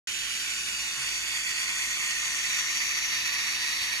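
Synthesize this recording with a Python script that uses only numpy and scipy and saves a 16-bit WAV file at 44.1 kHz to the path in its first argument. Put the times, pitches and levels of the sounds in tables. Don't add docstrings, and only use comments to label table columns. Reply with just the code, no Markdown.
import sys
import numpy as np
from scipy import signal
from scipy.fft import rfft, irfft, next_fast_len
from scipy.io import wavfile
from scipy.ndimage import uniform_filter1d, map_coordinates

SR = 44100
rng = np.random.default_rng(int(sys.argv[2]) if len(sys.argv) > 2 else 0)


def transcribe(signal):
    frames = np.atleast_2d(signal).T
    limited = np.clip(frames, -1, 1)
    pcm = np.round(limited * 32767).astype(np.int16)
    wavfile.write(sys.argv[1], SR, pcm)


N = 176400

# freq_hz, gain_db
JET_EQ_LEFT = [(300, -73), (600, -45.5), (780, -40.5), (990, -31), (1160, -30), (1590, -37.5), (1720, -26),
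               (1850, -27), (2110, -34), (2330, -26), (2630, -30), (2890, -28), (3100, -28.5), (3230, -31),
               (3750, -24), (4050, -24), (4180, -30.5), (4310, -23), (4610, -25), (4870, -25.5),
               (5210, -31), (5550, -24), (5790, -20.5), (6200, -31), (6590, -29.5), (6760, -36),
               (7110, -34.5), (7670, -39), (8140, -40.5), (8570, -28.5), (9000, -42.5), (9690, -31.5),
               (11200, -47), (11970, -36), (13650, -49.5), (14100, -56), (15200, -70)]
JET_EQ_RIGHT = [(300, -72), (600, -50.5), (780, -45.5), (1160, -34.5), (1290, -34), (1550, -22.5),
                (1680, -25.5), (1860, -17.5), (2280, -17.5), (2630, -18.5), (2760, -23), (3100, -27),
                (3400, -24), (3620, -25), (3790, -22.5), (4130, -29), (4310, -26.5), (4480, -23.5),
                (4650, -25), (5170, -32.5), (5400, -36), (5810, -28), (6160, -35), (6370, -24.5),
                (6850, -25.5), (7110, -19.5), (7280, -20.5), (7620, -35.5), (8350, -38.5), (8530, -34.5),
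                (9130, -36), (9650, -36.5), (11150, -46.5), (12050, -41.5), (13200, -58), (13700, -58),
                (14100, -65), (15200, -71)]
# freq_hz, half_width_hz, boost_db
DUCT_RINGS = [(887, 11, 5), (1475, 30, 3.5), (1834, 27, 3), (3550, 9.7, 1.5), (5890, 84, 2)]
# freq_hz, coherence
JET_COHERENCE = [(550, .2), (1200, 0.83), (1800, 0.77), (2050, 0.55), (2500, 0.93), (2950, 0.42),
                 (3300, 0.84), (3700, 0.51), (4400, 0.96), (4850, 0.5), (5300, 0.83), (5900, 0.43),
                 (6450, 0.87), (7300, 1), (8400, 0.8), (9700, 0.95), (10700, 0.64), (13000, .4)]
# time_s, gain_db
APPROACH_RIDE = [(.1, -1.8), (.5, -1), (1.35, -1), (2.2, 1.07), (2.8, 1.6), (3.4, 1.5), (4, 1.66)]
# rate_hz, depth_db
JET_FLUTTER = [(8, -0.19), (35, 0.7), (130, 0.3)]
# start_s, boost_db, decay_s
JET_SPITS = [(2.368, 2, 0.0086), (2.590, 3.5, 0.016), (2.819, 3, 0.0093), (3.26, 4.5, 0.0046)]
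# peak_s, half_length_s, freq_hz, half_width_hz, gain_db
PASSING_BANDS_LEFT = [(.29, .51, 1100, 171, -8), (.58, 0.19, 4600, 100, 9.5), (1.58, 0.75, 3370, 181, 16),
                      (1.6, 0.21, 4870, 290, 9), (1.62, 0.89, 2490, 297, 11),
                      (1.77, .67, 4800, 1270, -12.5), (2.03, 1, 6630, 1180, 12),
                      (3.07, 0.46, 8660, 1030, -7), (3.6, 0.35, 5650, 90, -2)]
PASSING_BANDS_RIGHT = [(0, 1, 10500, 700, 9), (.48, 0.42, 3040, 202, 8), (.9, 0.094, 2650, 129, -1),
                       (1.2, 1, 1900, 150, -0.5), (1.35, .28, 4620, 139, 8.5), (2.05, 0.34, 4470, 170, 4.5),
                       (2.5, 0.3, 6760, 170, 3), (2.89, 0.76, 7170, 130, -7),
                       (3.82, 0.79, 7640, 960, -12.5)]
# deepest_s, half_length_s, freq_hz, gain_db
HOLLOWS_LEFT = [(.41, .31, 4380, -4), (.45, .46, 2270, -14), (.78, 0.63, 3120, -19),
                (1.17, 0.28, 5150, -11), (3.03, 0.74, 3630, -18)]
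HOLLOWS_RIGHT = [(.4, 0.23, 5090, -16), (.6, 0.47, 2040, -7), (.77, 0.22, 3160, -10.5),
                 (1.45, .6, 3870, -10.5), (3.24, 3.2, 1550, -11.5)]
# peak_s, half_length_s, pitch_hz, boost_db
WHISTLE_FLARES = [(.58, .025, 4650, 4), (0.747, .03, 4800, 6), (2.917, 0.029, 5830, 2.5),
                  (3.66, 0.034, 5700, 2)]
# freq_hz, lead_rad
LEFT_LEAD = [(600, .64), (1450, 0.64), (1900, 0.48), (2100, 2.72), (2800, 2.18), (3300, 2.64), (3650, 4.2),
             (3950, 5.1), (4650, 6.2), (5000, 8.45), (5400, 7.8), (5700, 13), (6200, 12.5)]
# freq_hz, gain_db
RUMBLE_EQ = [(15, -48), (30, -41.5), (62, -41), (90, -40), (160, -42), (310, -41.5), (420, -45.5),
             (550, -48), (900, -56.5), (2500, -90)]
# freq_hz, side_over_mid_db
RUMBLE_SPREAD = [(150, -24.5), (330, -25), (450, -1.5), (560, 0)]
# time_s, level_db
BLOWER_RIDE = [(.1, -70), (.22, -58), (.4, -66.5), (.68, -63), (.81, -58), (.96, -70), (1.08, -64),
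               (1.27, -60), (1.42, -67), (2.15, -64), (2.6, -70), (2.9, -65), (3.2, -71), (3.57, -67),
               (3.9, -64)]
# pitch_hz, level_db, waver_db
MOTOR_TONES = [(132.4, -83, 10), (200.3, -73.5, 4), (365, -72, -2)]


def amp(db):
    return 10 ** (np.asarray(db) / 20)


def along(points, hz):
    freqs, values = np.transpose(points)
    return np.interp(np.log(hz + 1), np.log(freqs + 1), values)


def bell(x, centre, width):
    return np.exp(-.5 * ((x - centre) / width) ** 2)


def wobble(rate_hz):
    return map_coordinates(rng.standard_normal(2048), [np.arange(N) * rate_hz / SR], mode="wrap")


def filtered(x, response):
    size = next_fast_len(N + SR // 2)
    return irfft(rfft(x, size) * response(np.fft.rfftfreq(size, 1 / SR)), size)[..., :N]


def nozzle_hiss():
    def width(hz):
        angle = np.arccos(np.clip(along(JET_COHERENCE, hz), 0, 1)) / 2
        return np.array([np.cos(angle), np.sin(angle)])

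    def colour(hz):
        ring_db = sum(db * bell(hz, freq, half_width) for freq, half_width, db in DUCT_RINGS)
        return amp([along(JET_EQ_LEFT, hz) + ring_db, along(JET_EQ_RIGHT, hz) + ring_db])

    mid, side = filtered(rng.standard_normal((2, N)), width)
    return filtered(np.array([mid + side, mid - side]), colour)


def metal_reflections(hiss, count=6, gain=0.086, near_s=.0035, far_s=.012, stretch_per_s=0.04):
    n = np.arange(N)
    delays_s = np.geomspace(near_s, far_s, count) * rng.uniform(.9, 1.1, count)
    mix = hiss.copy()
    for delay_s, polarity in zip(delays_s, rng.choice([-1, 1], count)):
        read_at = n - delay_s * SR * np.exp(stretch_per_s * n / SR)
        mix += polarity * gain * np.array([map_coordinates(ear, [read_at], order=3) for ear in hiss])
    return mix / np.sqrt(1 + count * gain ** 2)


def passing_bands_db(bands, hz, t):
    return sum(db * bell(hz, freq, half_width) * bell(t, peak_s, half_length)
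               for peak_s, half_length, freq, half_width, db in bands)


def hollows_db(hollows, hz, t, half_width_hz=108, sink_per_s=0.046):
    cut_db = 0
    for deepest_s, half_length, freq, db in hollows:
        centre_hz = freq * np.exp(-sink_per_s * (t - deepest_s))
        cut_db += db * bell(t, deepest_s, half_length) * bell(hz, centre_hz, half_width_hz)
    return cut_db


def whistle_db(hz, t, half_width_hz=110):
    return sum(db * bell(hz, pitch, half_width_hz) * bell(t, peak_s, half_length)
               for peak_s, half_length, pitch, db in WHISTLE_FLARES)


def drifting_colour(hiss, frame=1024, shimmer_db=1.11, lead_anchor_s=3.35, lead_sink_per_s=0.024):
    freqs, t, spectrum = signal.stft(hiss, SR, nperseg=frame)
    hz = freqs[:, None]
    ears = [(PASSING_BANDS_LEFT, HOLLOWS_LEFT), (PASSING_BANDS_RIGHT, HOLLOWS_RIGHT)]
    ear_db = np.array([passing_bands_db(bands, hz, t) + hollows_db(dips, hz, t) for bands, dips in ears])
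    shimmer = uniform_filter1d(rng.standard_normal(spectrum.shape[1:]), size=14, axis=0)
    shimmer = uniform_filter1d(shimmer, size=8, axis=1)
    gain = amp(ear_db + whistle_db(hz, t) + shimmer_db * shimmer / shimmer.std())
    lead_rad = along(LEFT_LEAD, hz * np.exp(lead_sink_per_s * (t - lead_anchor_s)))
    phase_shift = np.exp(.5j * np.array([lead_rad, -lead_rad]))
    return signal.istft(spectrum * gain * phase_shift, SR, nperseg=frame)[1][:, :N]


def air_jet():
    t = np.arange(N) / SR
    ride_db = np.interp(t, *np.transpose(APPROACH_RIDE))
    flutter_db = sum(depth_db * wobble(rate_hz) for rate_hz, depth_db in JET_FLUTTER)
    spit_db = sum(db * (t >= start_s) * np.exp(-np.abs(t - start_s) / decay_s)
                  for start_s, db, decay_s in JET_SPITS)
    hiss = drifting_colour(metal_reflections(nozzle_hiss()))
    return amp(ride_db + flutter_db + spit_db) * hiss


def fan_rumble():
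    def colour(hz):
        mid_db = along(RUMBLE_EQ, hz)
        return amp([mid_db, mid_db + along(RUMBLE_SPREAD, hz)])

    mid, side = filtered(rng.standard_normal((2, N)), colour)
    return np.array([mid + side, mid - side])


def blower_and_motors(blower_hz=62, blower_waver_db=1):
    t = np.arange(N) / SR
    blower = (blower_hz, np.interp(t, *np.transpose(BLOWER_RIDE)), blower_waver_db)
    hum = np.zeros(N)
    for pitch_hz, level_db, waver_db in [blower, *MOTOR_TONES]:
        rms = amp(level_db + waver_db * wobble(6.82))
        phase = 2 * np.pi * pitch_hz * t + 0.97 * wobble(6.5)
        hum += np.sqrt(2) * rms * np.sin(phase)
    return hum


def scene():
    return air_jet() + fan_rumble() + blower_and_motors()


def record(dry, start_s=.072, fade_s=.001, top_hz=15500):
    fade_in = np.clip((np.arange(N) / SR - start_s) / fade_s, 0, 1)
    return filtered(dry * fade_in, lambda hz: hz < top_hz)


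dry = scene()
out = record(dry)
transcribe(out)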